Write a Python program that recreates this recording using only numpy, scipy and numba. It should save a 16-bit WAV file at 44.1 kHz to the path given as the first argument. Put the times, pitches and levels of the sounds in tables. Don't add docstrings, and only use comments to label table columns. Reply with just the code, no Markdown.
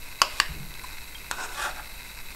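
import sys
import numpy as np
from scipy import signal
from scipy.fft import rfft, irfft
from scipy.io import wavfile
from scipy.ndimage import uniform_filter1d
from numba import njit

SR = 44100
rng = np.random.default_rng(int(sys.argv[2]) if len(sys.argv) > 2 else 0)


def dump_mix(stems):
    frames = np.atleast_2d(stems).T
    limited = np.clip(frames, -1, 1)
    pcm = np.round(limited * 32767).astype(np.int16)
    wavfile.write(sys.argv[1], SR, pcm)


def decibels_to_gain(level_db):
    exponent = np.asarray(level_db, float) / 20
    return 10 ** exponent


N = 103635
T = np.arange(N) / SR
RING = np.arange(SR // 4) / SR

# [f/Hz, density/dB]
HISS = [(100, -3.5), (300, -11), (700, -13.5), (1500, -23), (3200, -20.5), (6500, -20), (11000, -18),
        (16000, -19)]
# [f/Hz, density/dB]
RUMBLE = [(5, 0), (15, 4.5), (32, -4), (45, -9), (62, -7), (90, -39), (150, -25.5), (250, -47)]
HISS_DB, RUMBLE_DB = -47.5, -40.5

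# [t/s, level/dB]
TABLE_PUSH = [
    (.44, -67),
    (.5, -40),
    (.55, -39.5),
    (.61, -42),
    (.65, -50.5),
    (.72, -46.5),
    (.84, -47),
    (.9, -65),
]
# [f/Hz, width/Hz, level/dB]
TABLE_MODES = [(48.5, 9.1, 11.5), (156, 34, -1.5), (202, 31, -8), (339, 85, -9.5)]
# [t/s, level/dB, f/Hz, t60/s, rise/s]
THUDS = [
    (.49, -35, 151.2, 0.12, 0.0071),
    (.598, -34, 142.5, 0.19, 0.011),
    (.6, -41.5, 187.6, 0.32, 0.019),
]

# [f/Hz, width/Hz, level/dB]
CASE = [(945, 128, -6), (1532, 210, -6.5), (2085, 160, -2), (2578, 131, -1), (3908, 196, -3.5),
        (4670, 590, -12.5), (5540, 320, -13), (8110, 1500, -16.5)]
# [t/s, level/dB]
MOTOR = [(0, 2.5), (.2, 2), (.55, 2.5), (.62, 0.5), (.75, 2.5), (.9, 5), (1.05, 0), (1.2, 1.5), (1.5, 1),
         (1.8, 3.5), (1.95, 1), (2.19, 3), (2.23, -3), (2.27, 2), (2.35, 0.5)]
CHATTER_PER_S, CHATTER_JITTER, CHATTER_SPREAD_DB = 88, 0.35, 1
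CHATTER_DB, GRIND_DB = -53, -48
# [shaft multiple, level/dB]
SIDEBANDS = [(-2, -19), (-1, -13), (0, 0), (1, -6), (2, -12), (4, -19)]
WHINE_HZ, WHINE_DB, SHAFT_HZ, WANDER_HZ = 11361.7, -56.5, 29.8, 3.5
# [t/s, peak/dB]
TICKS = [(0.0272, -32), (0.0857, -29), (0.1244, -28), (0.5282, -42), (0.6293, -30.5), (0.7063, -30),
         (0.7485, -35), (0.7718, -32), (0.7934, -25), (0.839, -28.5), (0.866, -31), (0.9068, -31),
         (0.9698, -28), (0.9822, -26), (1.0156, -28), (1.04, -34), (1.1212, -34), (1.146, -26),
         (1.1534, -39), (1.1815, -29), (1.1927, -40), (1.243, -29), (1.745, -31), (1.8271, -29),
         (1.8564, -27), (1.9175, -27), (1.94, -30.5), (1.976, -36), (2.0013, -32), (2.04, -32),
         (2.0805, -33), (2.102, -33.5), (2.1728, -26), (2.2573, -32), (2.2842, -28), (2.3032, -29)]
TICKS_DB = -55.5

# [t/s, level/dB, f/Hz, t60/s, rise/s]
PLOPS = [(0.25, -36, 2230, 0.02, .002), (1.15, -24.5, 3200, 0.029, 0.0064), (.706, -34, 2000, 0.017, .002),
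         (0.48, -36, 1580, 0.019, .001), (1.2, -33, 2650, 0.022, 0.0066), (.838, -36, 7900, .012, .001),
         (.822, -40, 8700, 0.011, 0.00091), (.822, -39, 10300, .008, .001), (.845, -44, 12300, .008, .001),
         (.8375, -33, 950, .02, .002), (.8425, -21, 1000, .02, .004), (.84, -42, 10700, .008, .001),
         (1.7960, -27.5, 1400, .015, .0006), (2, -36, 2500, 0.0076, 0.00023),
         (1.799, -33, 840, 0.023, .001), (1.796, -32, 1730, .012, .0006), (1.9, -43, 2100, 0.0083, .001),
         (1.2, -31, 5500, .0012, 0.000047), (0.74, -33, 3500, 0.0035, .0001), (1.92, -38, 203, 0.042, .01)]
PLOP_ROOM_DB = -12

# [t/s, pressure/dB, treble from speed/dB]
SLIDE = [
    (.3, -62, 17),
    (.35, -54.5, 15),
    (.38, -52.5, 18),
    (.398, -52, 16),
    (.405, -70, 0),
]
STROKE_1 = [
    (1.325, -37.5, -7),
    (1.35, -45, -4),
    (1.378, -43, 2),
    (1.386, -34, -7),
    (1.435, -35, 0.5),
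    (1.46, -36, -1),
    (1.472, -39, -8),
    (1.49, -44, -3),
    (1.532, -44, 2.5),
]
STROKE_2 = [
    (1.53, -55, 15),
    (1.56, -40.5, 4.5),
    (1.59, -32.5, 0),
    (1.63, -33, 5.5),
    (1.665, -31.5, -1),
    (1.698, -35.5, -2),
    (1.708, -53, -3),
    (1.8, -41, -10),
    (1.84, -68, -13),
]
# [f/Hz, width/Hz, level/dB]
WALL_1 = [(390, 77, -10.5), (698, 84, -7.5), (945, 157, -6), (1503, 83, 0.5), (2650, 290, -13.5),
          (3810, 330, -15.5), (5360, 380, -14.5), (6870, 630, -17), (8140, 420, -14.5), (10100, 2900, -31)]
WALL_2 = [(378, 67, -12), (591, 104, -5.5), (833, 88, 2), (1147, 67, 2), (1370, 164, -2.5), (1780, 430, -6),
          (2475, 63, -6), (3620, 610, -12), (5520, 1200, -17), (7160, 320, -15.5), (8090, 230, -12.5),
          (9900, 2000, -21.5), (12700, 2000, -26.5)]
# [t/s, f/Hz]
HOLLOW = [
    (1.55, 1750),
    (1.6, 1560),
    (1.635, 1450),
    (1.665, 1300),
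    (1.7, 1150),
]
HOLLOW_WIDTH_HZ, HOLLOW_DB = 265.0, -1
SLIPS_PER_S, SLIP_SPREAD_DB = 3500, 2.5
TREBLE_HZ = 2250

# [t/s, peak/dB, bounce delay/s, bounce/dB, crack/dB]
TAPS = [
    (.2171, -3.5, 0.00084, -40, -14),
    (.4000, -7.5, 0.00075, -35, -14),
    (1.3122, -17, 0.00087, -25, -13.5),
]
# [f/Hz, level/dB, t60/s]
GRIP_1 = [(668, -12, 0.049), (1115, 7.5, 0.02), (1327, 5, 0.015), (1995, -15.5, 0.037), (2700, 3.5, 0.014),
          (2950, 1.5, 0.014), (4735, 7.5, 0.011), (5030, 11.5, 0.006), (6150, 3, 0.0099), (7020, -1, 0.011),
          (8740, -6, 0.009), (9530, -19, .012), (11300, -19, 0.0077)]
GRIP_2 = [(590, -11, 0.0049), (1164, -1.5, 0.016), (1660, 4, 0.0087), (1840, -7, 0.0072),
          (2817, 0.5, 0.012), (3510, -3, 0.0082), (4580, 1.5, 0.0095), (5530, -11.5, 0.017),
          (6900, -20, 0.012), (7420, -10.5, 0.012), (8320, -12.5, 0.013), (9706, -22, .01),
          (11300, -32, .006)]
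GRIP_3 = [(510, -24, .015), (1050, 7.5, 0.0052), (1450, 6.5, 0.008), (1600, -23, 0.012), (2560, -7, 0.013),
          (3620, -5.5, 0.012), (4180, -2.5, 0.0081), (5370, 1, 0.0047), (6500, -5.5, 0.0092),
          (6950, -3, 0.0073), (8110, -7.5, 0.015), (9700, -9.5, 0.0096), (11900, -3, 0.0052)]
CRACK_T60_S, RUSTLE_DB, RUSTLE_T60_S = 0.016, -17, 0.13
SCATTER_RING = 0.45
# [f/Hz, width/Hz, level/dB]
SHAKE_1 = [(595, 83, 7), (1150, 320, -17), (2060, 100, -8), (2620, 190, 3), (2920, 250, 0.5),
           (3420, 130, -12), (4550, 170, -4), (5140, 400, -2), (7170, 700, -10.5)]
SHAKE_2 = [(915, 71, -5), (1700, 170, 4), (1970, 200, 1.5), (2780, 240, -1.5), (3950, 500, -10),
           (4640, 300, -6.5), (5440, 500, -11), (7000, 430, -16), (8200, 340, -10)]
SHAKE_3 = [(1010, 89, 6), (1430, 140, 4), (2520, 240, -4), (3870, 330, -9), (5470, 500, -27),
           (7000, 500, -20)]
# [level/dB, t60/s]
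SHAKES = [
    (-27.5, 0.27),
    (-27, 0.25),
    (-29.5, 0.15),
]

# [f/Hz, t60/s, level/dB]
KITCHEN = [(303, 1, -26), (553, 0.54, -19.5), (1300, 0.14, -20.5), (2760, 0.59, -16), (5000, 0.42, -27),
           (9600, 0.36, -18)]
EARLY_DB, EARLY_T60_S, PREDELAY_S = 6.5, 0.07, 0.0039

KNEE, HEADROOM = 0.8, 0.17
TOP_HZ = 15720


def level(x, db):
    return x * decibels_to_gain(db) / np.sqrt(np.mean(x ** 2))


def add(out, start, x):
    i = int(start * SR)
    out[i:i + len(x)] += x


def fade(t, t60):
    return np.exp(-np.log(1000) * t / t60)


def band(x, hz, width):
    return signal.lfilter(*signal.iirpeak(hz, hz / width, SR), x)


def body(x, peaks):
    return sum((-1) ** k * decibels_to_gain(db) * band(x, f, w) for k, (f, w, db) in enumerate(peaks))


@njit
def sweep(x, hz, width):
    y, b, l = np.empty(len(x)), 0., 0.
    for i in range(len(x)):
        g, k = np.tan(np.pi * hz[i] / SR), width / hz[i]
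        v = (b + g * (x[i] - l)) / (1 + g * (g + k))
        b, l, y[i] = 2 * v - b, l + 2 * g * v, k * v
    return y


def coloured(points):
    f, db = np.transpose(points)
    hz = np.fft.rfftfreq(N, 1 / SR) + 1
    gain = decibels_to_gain(np.interp(np.log(hz), np.log(f), db))
    return irfft(rfft(rng.standard_normal(N)) * gain, N)


def walk(rate):
    k = int(SR / rate)
    held = np.repeat(rng.standard_normal(N // k + 1), k)
    return 0.72 * uniform_filter1d(uniform_filter1d(held, k), k)[:N]


def curve(rows, order=1):
    r = np.array(rows)
    return decibels_to_gain(np.interp(T, r[:, 0], r[:, order], left=-120, right=-120))


def ring(hz, t60, rise, late=0.):
    t = np.maximum(RING - late, 0)
    return (1 - np.exp(-t / rise)) * fade(t, t60) * np.sin(2 * np.pi * hz * t)


def knocks(rows):
    out = np.zeros(N)
    for s, db, f, t60, rise in rows:
        add(out, s, decibels_to_gain(db + 5.0) * ring(f, t60, rise))
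    return out


def floor():
    hiss = level(coloured(HISS), HISS_DB)
    return hiss + level(coloured(RUMBLE) * decibels_to_gain(0.5 * walk(5.6)), RUMBLE_DB)


def table():
    friction = rng.standard_normal(N) * decibels_to_gain(3.1 * walk(38.8))
    return level(body(friction, TABLE_MODES), 0) * curve(TABLE_PUSH) + knocks(THUDS)


def motor():
    chance = rng.standard_normal((400, 2))
    at = np.cumsum(np.exp(CHATTER_JITTER * chance[:, 0]) * SR / CHATTER_PER_S).astype(int)
    teeth = np.zeros(N)
    teeth[at[at < N]] = decibels_to_gain(CHATTER_SPREAD_DB * chance[at < N, 1])
    decay = np.exp(-1 / (0.00026 * SR))
    burst = signal.lfilter([1], [1, -decay], teeth) * rng.standard_normal(N)
    grind = rng.standard_normal(N) * decibels_to_gain(3.53 * walk(90))
    return (level(body(burst, CASE), CHATTER_DB) + level(body(grind, CASE), GRIND_DB)) * curve(MOTOR)


def whine():
    turn = np.cumsum(WHINE_HZ + WANDER_HZ * walk(13.2)) / SR
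    tones = [decibels_to_gain(db) * np.sin(2 * np.pi * (turn + k * SHAFT_HZ * T) + k * k) for k, db in SIDEBANDS]
    return level(sum(tones), WHINE_DB)


def ticks():
    out, t = np.zeros(N), RING[:400]
    for s, db in TICKS:
        add(out, s, decibels_to_gain(db) * rng.standard_normal(400) * t * np.exp(-t / .001))
    return level(body(band(out, 2600, 3500), CASE), TICKS_DB)


def scrapes():
    out = np.zeros(N)
    n = SR // 2
    for wall, rows in ((WALL_1, STROKE_1), (WALL_2, STROKE_2), (WALL_2, SLIDE)):
        a = int(rows[0][0] * SR)
        sizes = decibels_to_gain(SLIP_SPREAD_DB * np.minimum(rng.exponential(size=n), 4.))
        slips = (rng.random(n) < SLIPS_PER_S / SR) * sizes * rng.choice([-1, 1], n)
        slips = slips * decibels_to_gain(1.8 * walk(150)[:n])
        low = body(slips, [p for p in wall if p[0] < TREBLE_HZ])
        if rows is STROKE_2:
            hollow_hz = np.interp(T[a:a + n], *np.array(HOLLOW).T)
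            low = low + decibels_to_gain(HOLLOW_DB) * sweep(slips, hollow_hz, HOLLOW_WIDTH_HZ)
        high = body(slips, [p for p in wall if p[0] >= TREBLE_HZ])
        pressure, speed = curve(rows)[a:a + n], curve(rows, order=2)[a:a + n]
        add(out, a / SR + 1e-6, pressure * (low + speed * high) / low.std())
    return out


def shakes():
    out = np.zeros(N)
    for tap, (db, t60), peaks in zip(TAPS, SHAKES, (SHAKE_1, SHAKE_2, SHAKE_3)):
        rattle = band(rng.standard_normal(len(RING)), 2760, 5400)
        shiver = level(body(rattle, peaks), db)
        add(out, tap[0], shiver * np.minimum(RING / 0.0083, 1) * fade(RING, t60))
    return out


def taps():
    out, off = np.zeros(N), np.zeros(N)
    for (s, db, lag, bounce_db, crack_db), modes in zip(TAPS, (GRIP_1, GRIP_2, GRIP_3)):
        blow = sum(decibels_to_gain(g) * ring(f, t60, 0.00061) for f, g, t60 in modes)
        bounce = sum(decibels_to_gain(g) * ring(f, t60, 0.00062, lag) for f, g, t60 in modes)
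        hit = blow - decibels_to_gain(bounce_db) * bounce
        wide = sum(decibels_to_gain(g) * ring(f, SCATTER_RING * t60, 0.00061) for f, g, t60 in modes)
        dying = fade(RING, CRACK_T60_S) + decibels_to_gain(RUSTLE_DB) * fade(RING, RUSTLE_T60_S)
        crack = band(rng.standard_normal(len(RING)), 5300, 5100) * dying
        peak = np.abs(hit).max()
        add(out, s, decibels_to_gain(db + 6.5) * (hit / peak + decibels_to_gain(crack_db) * crack))
        add(off, s, decibels_to_gain(db + 7) * wide / peak)
    return out, off


def kitchen(x):
    t = T[:SR // 2]
    tail = np.zeros(len(t))
    for f, t60, db in KITCHEN:
        decay = fade(t, t60) + decibels_to_gain(EARLY_DB) * fade(t, EARLY_T60_S)
        noise = band(rng.standard_normal(len(t)), f, 0.67 * f)
        tail += decibels_to_gain(db - 32.0) * noise * decay / np.sqrt(f / 1000) * 4
    return signal.fftconvolve(x, tail * np.clip(t / PREDELAY_S - .5, 0, 1))[:N]


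def scene():
    blows, scattered = taps()
    scraped, plops = scrapes(), knocks(PLOPS)
    bowl = blows + shakes() + scraped
    room = kitchen(scattered + scraped + decibels_to_gain(PLOP_ROOM_DB) * plops)
    camera = motor() + whine() + ticks()
    return (bowl + plops + room + table() + camera + floor())[None]


def top_cut(x):
    return signal.sosfilt(signal.butter(12, 16480, fs=SR, output="sos"), x)


def record(dry):
    over = np.maximum(np.abs(dry) - KNEE, 0)
    soft = dry - np.sign(dry) * (over - HEADROOM * np.tanh(over / HEADROOM))
    cut = signal.ellip(16, .3, 58, TOP_HZ, fs=SR, output="sos")
    return top_cut(signal.sosfilt(cut, soft))


dry = scene()
out = record(dry)
dump_mix(out)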